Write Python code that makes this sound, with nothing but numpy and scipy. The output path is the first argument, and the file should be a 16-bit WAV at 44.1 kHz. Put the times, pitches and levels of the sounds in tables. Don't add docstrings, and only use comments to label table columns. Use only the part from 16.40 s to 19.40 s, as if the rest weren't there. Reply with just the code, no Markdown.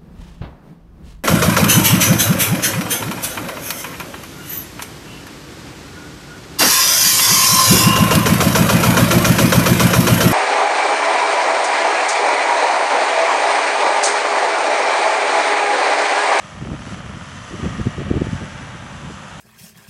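import sys
import numpy as np
from scipy import signal
from scipy.fft import rfft, irfft, next_fast_len
from scipy.io import wavfile
from scipy.ndimage import uniform_filter1d, map_coordinates

SR = 44100
rng = np.random.default_rng(int(sys.argv[2]) if len(sys.argv) > 2 else 0)


def log_audio(samples):
    frames = np.atleast_2d(samples).T
    limited = np.clip(frames, -1, 1)
    pcm = np.round(limited * 32767).astype(np.int16)
    wavfile.write(sys.argv[1], SR, pcm)


N = 132300

# start_s, engine_db, hiss_db
MACHINE_LEVEL = [(0, -41, -50.5), (.25, -43, -52), (.42, -42, -49.5), (.51, -40.5, -44.5),
                 (.62, -41.5, -51.5), (.9, -40.5, -48.5), (1.13, -40.5, -46.5), (1.26, -37.5, -46.5),
                 (1.4, -38.5, -48), (1.7, -39, -51), (1.95, -38, -46.5), (2.15, -39, -49.5),
                 (2.6, -40, -50), (3, -39, -49.5)]
FLUTTER_DB = 1.2


def amp(db):
    return 10 ** (np.asarray(db) / 20)


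def unit(x):
    return x / np.sqrt(np.mean(x ** 2) + 1e-20)


def clock():
    return np.arange(N) / SR


def curves(rows):
    start_s, *columns = np.transpose(rows)
    return [np.interp(clock(), start_s, column) for column in columns]


def wobble(rate):
    return map_coordinates(rng.standard_normal(1024), [clock() * rate + 2], mode="wrap")


def filtered(x, response):
    size = next_fast_len(N + 8192)
    hz = np.fft.rfftfreq(size, 1 / SR)
    return irfft(rfft(x, size) * response(hz), size)[:N]


def colour_gain(hz, points):
    point_hz, point_db = np.transpose(points)
    return amp(np.interp(np.log(hz), np.log(point_hz), point_db))


def coloured(x, points):
    return unit(filtered(x, lambda hz: colour_gain(hz + 1, points)))


def noise(points):
    return coloured(rng.standard_normal(N), points)


def steadied(x, span_s):
    span = max(int(span_s * SR), 8)
    local_level = np.sqrt(np.abs(uniform_filter1d(x * x, span)))
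    return unit(x / (local_level + 0.074))


def stranded(x, size=2048):
    depth_db, band_hz, life_s = 2, 55.1, 0.297
    bands = signal.stft(x, nperseg=size)[2]
    rows = np.arange(bands.shape[0]) * SR / size / band_hz
    columns = np.arange(bands.shape[1]) * size / 2 / SR / life_s
    grid = np.meshgrid(rows, columns, indexing="ij")
    field = map_coordinates(rng.standard_normal((512, 64)), grid, mode="wrap")
    return unit(signal.istft(bands * amp(depth_db * field), nperseg=size)[1][:N])


def wind():
    # start_s, level_db
    strength = [(0, -44), (.12, -37.5), (.3, -29.5), (.4, -32), (.5, -40), (.65, -37.5), (.8, -37.5),
                (.95, -34), (1.1, -35.5), (1.3, -27.5), (1.37, -31.5), (1.55, -27.5), (1.8, -26),
                (2.0, -31.5), (2.1, -35.5), (2.5, -35.5), (2.7, -33), (2.85, -44), (3, -35)]
    # centre_s, rumble_db, flutter_db, half_length_s
    buffets = [(0.158, -34, -46, 0.0082), (0.221, -35, -33.5, 0.0062), (0.261, -28, -30, 0.0053),
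               (0.284, -30, -35.5, 0.0048), (0.318, -24.5, -30, 0.0077), (0.343, -31, -30, 0.006),
               (0.475, -25, -37, 0.0058), (.527, -30, -37, 0.017), (0.578, -43, -36.5, 0.008),
               (0.597, -31, -45, 0.0054), (0.648, -35, -38.5, .008), (0.697, -28, -38, .005),
               (0.742, -28.5, -41, 0.011), (0.771, -28, -39, 0.0045), (0.82, -29.5, -43, .005),
               (1.114, -36, -33, .005), (1.145, -30, -28.5, 0.0091), (1.195, -36, -30, 0.0024),
               (1.238, -22, -24.5, 0.0074), (1.26, -33, -28, 0.0031), (1.266, -17.5, -37, 0.0088),
               (1.396, -27, -23, .006), (1.405, -22, -39, .005), (1.466, -14.5, -26.5, 0.0076),
               (1.481, -19, -38, 0.0051), (1.585, -24, -28, 0.0079), (1.603, -26.5, -30.5, 0.012),
               (1.672, -21, -31.5, .008), (1.711, -21, -18, 0.0043), (1.741, -27, -21.5, 0.0037),
               (1.766, -12.5, -19.5, 0.0072), (1.815, -28, -19.5, 0.0046), (1.848, -26, -32, 0.0035),
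               (1.87, -23, -37, .005), (1.887, -21.5, -46, 0.0046), (1.93, -21, -34.5, 0.0064),
               (1.95, -22, -46, 0.0095), (2.026, -24.5, -31.5, .011), (2.218, -42, -37, 0.0093),
               (2.353, -33, -39, .006), (2.43, -33.5, -43, .008), (2.644, -31, -38, 0.0092),
               (2.709, -39, -34, .008)]
    # freq_hz, density_db
    rumble_colour = [(20, -49), (35, -4), (50, -0.5), (80, 1), (150, 2.5), (220, -2.5), (300, -16),
                     (450, -32), (800, -41), (2000, -77)]
    # freq_hz, density_db
    flutter_colour = [(60, -16), (160, -0.5), (260, 2.5), (380, -3), (520, -11.5), (700, -19.5),
                      (1100, -36), (3000, -80)]
    rumble_trim_db, steady_flutter_db, rumble_lag_s = -2.4, -16.5, 0.0035

    t = clock()
    rumble_power = amp(curves(strength)[0] + 1.9 * wobble(35.12)) ** 2
    flutter_power = rumble_power * amp(steady_flutter_db + 2.4 * wobble(40)) ** 2
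    for centre_s, rumble_db, flutter_db, half_s in buffets:
        late = (t - centre_s - rumble_lag_s) / half_s
        rumble_power = rumble_power + amp(rumble_db) ** 2 * np.exp(-.5 * late ** 2)
        prompt = (t - centre_s) / half_s
        flutter_power = flutter_power + amp(flutter_db) ** 2 * np.exp(-.5 * prompt ** 2)
    rumble = amp(rumble_trim_db) * np.sqrt(rumble_power) * steadied(noise(rumble_colour), span_s=0.0228)
    flutter = np.sqrt(flutter_power) * steadied(noise(flutter_colour), span_s=0.0193)
    return rumble + flutter


def pressure_swing(u):
    return u * np.exp(.5 * (1 - u * u))


def pops():
    # centre_s, swing_peak_db, pitch_hz, front_db (relative to the swing)
    eddies = [(.227, -26, 235, -22), (.261, -26, 270, -26), (0.29, -22, 200, -14), (.32, -19, 120, -15),
              (.34, -23, 245, -20), (.472, -25, 165, -20), (0.535, -27, 105, -24), (0.586, -30, 190, -8),
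              (0.663, -24.5, 148, -22), (1.145, -24, 287, -26), (1.201, -22, 198, -28),
              (1.243, -21, 175, -20), (1.257, -18.5, 330, -15), (1.275, -18.5, 164, -24),
              (1.399, -16, 220, -33), (1.414, -14.5, 96, -25), (1.471, -11, 172, -32),
              (1.605, -24, 260, -13), (1.619, -17.5, 274, -24), (1.68, -24, 110, -24),
              (1.714, -8.5, 196, -19), (1.741, -16.5, 220, -17), (1.776, -12, 228, -25),
              (1.820, -7.5, 220, -25), (1.871, -18.5, 233, -26), (1.892, -20, 105, -26),
              (1.932, -14, 122, -28), (2.024, -22, 150, -27)]
    front_speed = 3.6
    out = np.zeros(N)
    for centre_s, peak_db, pitch_hz, front_db in eddies:
        u = 2 * np.pi * pitch_hz * (clock() - centre_s)
        front = amp(front_db) * pressure_swing(front_speed * u)
        out += amp(peak_db) * (pressure_swing(u) + front)
    return out


def drive():
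    # start_s, pitch_hz, level_db
    glide = [(0, 1436, -74), (.9, 1441, -49.5), (1.5, 1445, -62), (1.9, 1468, -52), (2.3, 1490, -59),
             (2.6, 1496, -58), (3, 1488, -63)]
    pitch_hz, level_db = curves(glide)
    phase = 2 * np.pi * np.cumsum(pitch_hz) / SR + .5 * wobble(9.4)
    return np.sqrt(2) * amp(level_db + FLUTTER_DB * wobble(6.65)) * np.sin(phase)


def clatter():
    # centre_s, peak_db
    knocks = [(.189, -35), (.214, -31), (.226, -32), (0.234, -40), (.251, -29.5), (0.273, -28.5),
              (.303, -30), (.317, -34), (.331, -30.5), (.339, -34), (.352, -31), (.366, -30), (.393, -27.5),
              (.421, -26.5), (.455, -30), (.467, -27), (0.48, -28), (.495, -31), (.51, -34.5),
              (.523, -27.5), (.545, -25.5), (.606, -28.5), (.663, -29.5), (.696, -29), (.713, -29),
              (0.737, -29), (.757, -32), (.813, -29), (.918, -30), (1.256, -27.5)]
    # freq_hz, density_db
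    knock_colour = [(300, -14), (600, 3.5), (1000, -2.5), (1400, 2), (1900, -9.5), (3000, -11), (6000, -47)]
    centre_hz, spread_s = 1300, 0.00199
    size = 2048
    hz = np.fft.rfftfreq(size, 1 / SR) + 1
    gain = colour_gain(hz, knock_colour)
    sweep = 2 * np.pi * spread_s * hz * (np.log(hz / centre_hz) - 1)
    out = np.zeros(N + size)
    for centre_s, peak_db in knocks:
        phase = sweep + 2 * np.pi * rng.random()
        knock = np.fft.fftshift(irfft(gain * np.exp(1j * phase)))
        start = round(centre_s * SR) - size // 2
        out[start:][:size] += amp(peak_db) * knock / np.abs(knock).max()
    return out[:N]


def engine_cycles():
    # start_s, speed_rpm
    speed = [(0, 1986), (0.75, 1978), (1.05, 1977), (1.43, 1967), (1.72, 1974), (1.95, 1957), (2.16, 1967),
             (2.45, 1948), (2.7, 1951), (3, 1948)]
    return np.cumsum(curves(speed)[0]) / (120 * SR)


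def hiss(cycles, firing_db):
    # freq_hz, density_db
    hiss_colour = [(500, -11), (2500, -3.5), (4000, -1), (5200, -0.5), (6100, 3.5), (6600, -1), (7700, -1),
                   (8600, -8), (9800, -7), (10200, -6), (10800, -14.5), (11700, -25)]
    trim_db = 1.47
    throb_db = firing_db * np.cos(2 * np.pi * cycles * 6) + 0.66 * wobble(60)
    level_db = curves(MACHINE_LEVEL)[1] + throb_db + trim_db
    return amp(level_db) * coloured(stranded(rng.standard_normal(N)), hiss_colour)


def crank_tone(cycles, order):
    phase = 2 * np.pi * (order * cycles + rng.random()) + .5 * wobble(11)
    return np.sqrt(2) * amp(FLUTTER_DB * wobble(6.94)) * np.sin(phase)


def exhaust_drone(cycles):
    # cycle_multiple, level_db
    drone_tones = [(6, -53), (9, -46.5), (10, -55), (12, -48), (13, -57), (15, -57)]
    trim_db = -0.7
    return amp(trim_db) * sum(amp(db) * crank_tone(cycles, order) for order, db in drone_tones)


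def engine_whines(cycles):
    # cycle_multiple, level_db, loudest_s
    whine_tones = [(44, -52.5, 1.5), (48, -56.5, 2.1), (54, -52.5, 1.9), (60, -56, 2.3), (61, -55, 2.6),
                   (63, -55, 1.0), (68, -52.5, 1.5), (70, -55, 1.3), (74, -50.5, 1.4), (75, -52, 1.3),
                   (78, -53, 1.7), (81, -54.5, 1.3), (84, -56, 2.1), (92, -54.5, 2.4), (98, -55.5, 2.1),
                   (99, -55, 2.4), (108, -55, 1.6), (109, -56, 1.9), (115, -54.5, 1.3), (116, -53.5, 1.4),
                   (142, -58.5, 1.7), (144, -60, 2.1), (164, -58.5, 1.3), (172, -60, 1.5), (178, -59, 1.4),
                   (187, -58, 1.0)]
    trim_db, swell_s, swell_db = 3, 0.34, 10.5
    out = np.zeros(N)
    for order, db, loudest_s in whine_tones:
        bump = np.exp(-.5 * ((clock() - loudest_s) / swell_s) ** 2)
        out += amp(db + swell_db * (bump - 1)) * crank_tone(cycles, order)
    return amp(trim_db) * out


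def radiated(x):
    # freq_hz, density_db
    early_colour = [(100, -5), (250, -3.5), (400, -9.5), (560, 0), (700, -0.5), (830, -6), (1000, -2.5),
                    (1250, 0), (1520, -4), (1850, -2.5), (2150, -6), (2750, -7.5), (3150, -7),
                    (3650, -12.5), (4050, -19), (6000, -28.5), (11000, -44)]
    # freq_hz, density_db
    side_colour = [(100, -9), (250, 0), (430, -10.5), (560, 1.5), (700, -3.5), (830, 0), (1000, -1),
                   (1250, 1), (1550, -3), (1850, -4), (2200, -8.5), (3100, -8.5), (3650, -12.5),
                   (4050, -19), (6000, -38), (11000, -35)]
    turn_s, turn_length_s = 2.37, 0.26
    side = .5 + .5 * np.tanh((clock() - turn_s) / turn_length_s)
    return unit((1 - side) * coloured(x, early_colour) + side * coloured(x, side_colour))


def rattle(cycles, drift_rate, count=6):
    ring_s = 0.024
    t = np.arange(SR // 8) / SR
    out = np.zeros(N)
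    for cylinder in range(count):
        fires = np.diff(np.floor(cycles - cylinder / count), prepend=0) > 0
        turn = drift_rate * clock() + rng.uniform(0, 2 * np.pi)
        for weight in (np.cos(turn), np.sin(turn)):
            ring = rng.standard_normal(len(t)) * np.exp(-t / ring_s)
            strikes = fires * weight * amp(0.6 * rng.standard_normal(N))
            out += signal.fftconvolve(strikes, ring)[:N]
    return radiated(out)


def roar(cycles):
    pulsing = 0.041
    firing = 1 + pulsing * np.cos(2 * np.pi * cycles * 6)
    return radiated(stranded(rng.standard_normal(N)) * firing * amp(1.2 * wobble(70)))


def engine(cycles):
    roar_db, rattle_db = -.8, -1.5
    mix = amp(roar_db) * roar(cycles) + amp(rattle_db) * rattle(cycles, drift_rate=2.33)
    return amp(curves(MACHINE_LEVEL)[0]) * mix


def scene():
    cycles = engine_cycles()
    spreader = drive() + clatter() + hiss(cycles, firing_db=1.07)
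    tractor = exhaust_drone(cycles) + engine_whines(cycles) + engine(cycles)
    return (wind() + pops() + spreader + tractor)[None]


def record(dry):
    low_cut_hz, top_hz = 48, 11750

    def response(hz):
        return (hz < top_hz) * hz ** 4 / np.sqrt(hz ** 8 + low_cut_hz ** 8)
    return filtered(dry[0], response)[None]


dry = scene()
out = record(dry)
log_audio(out)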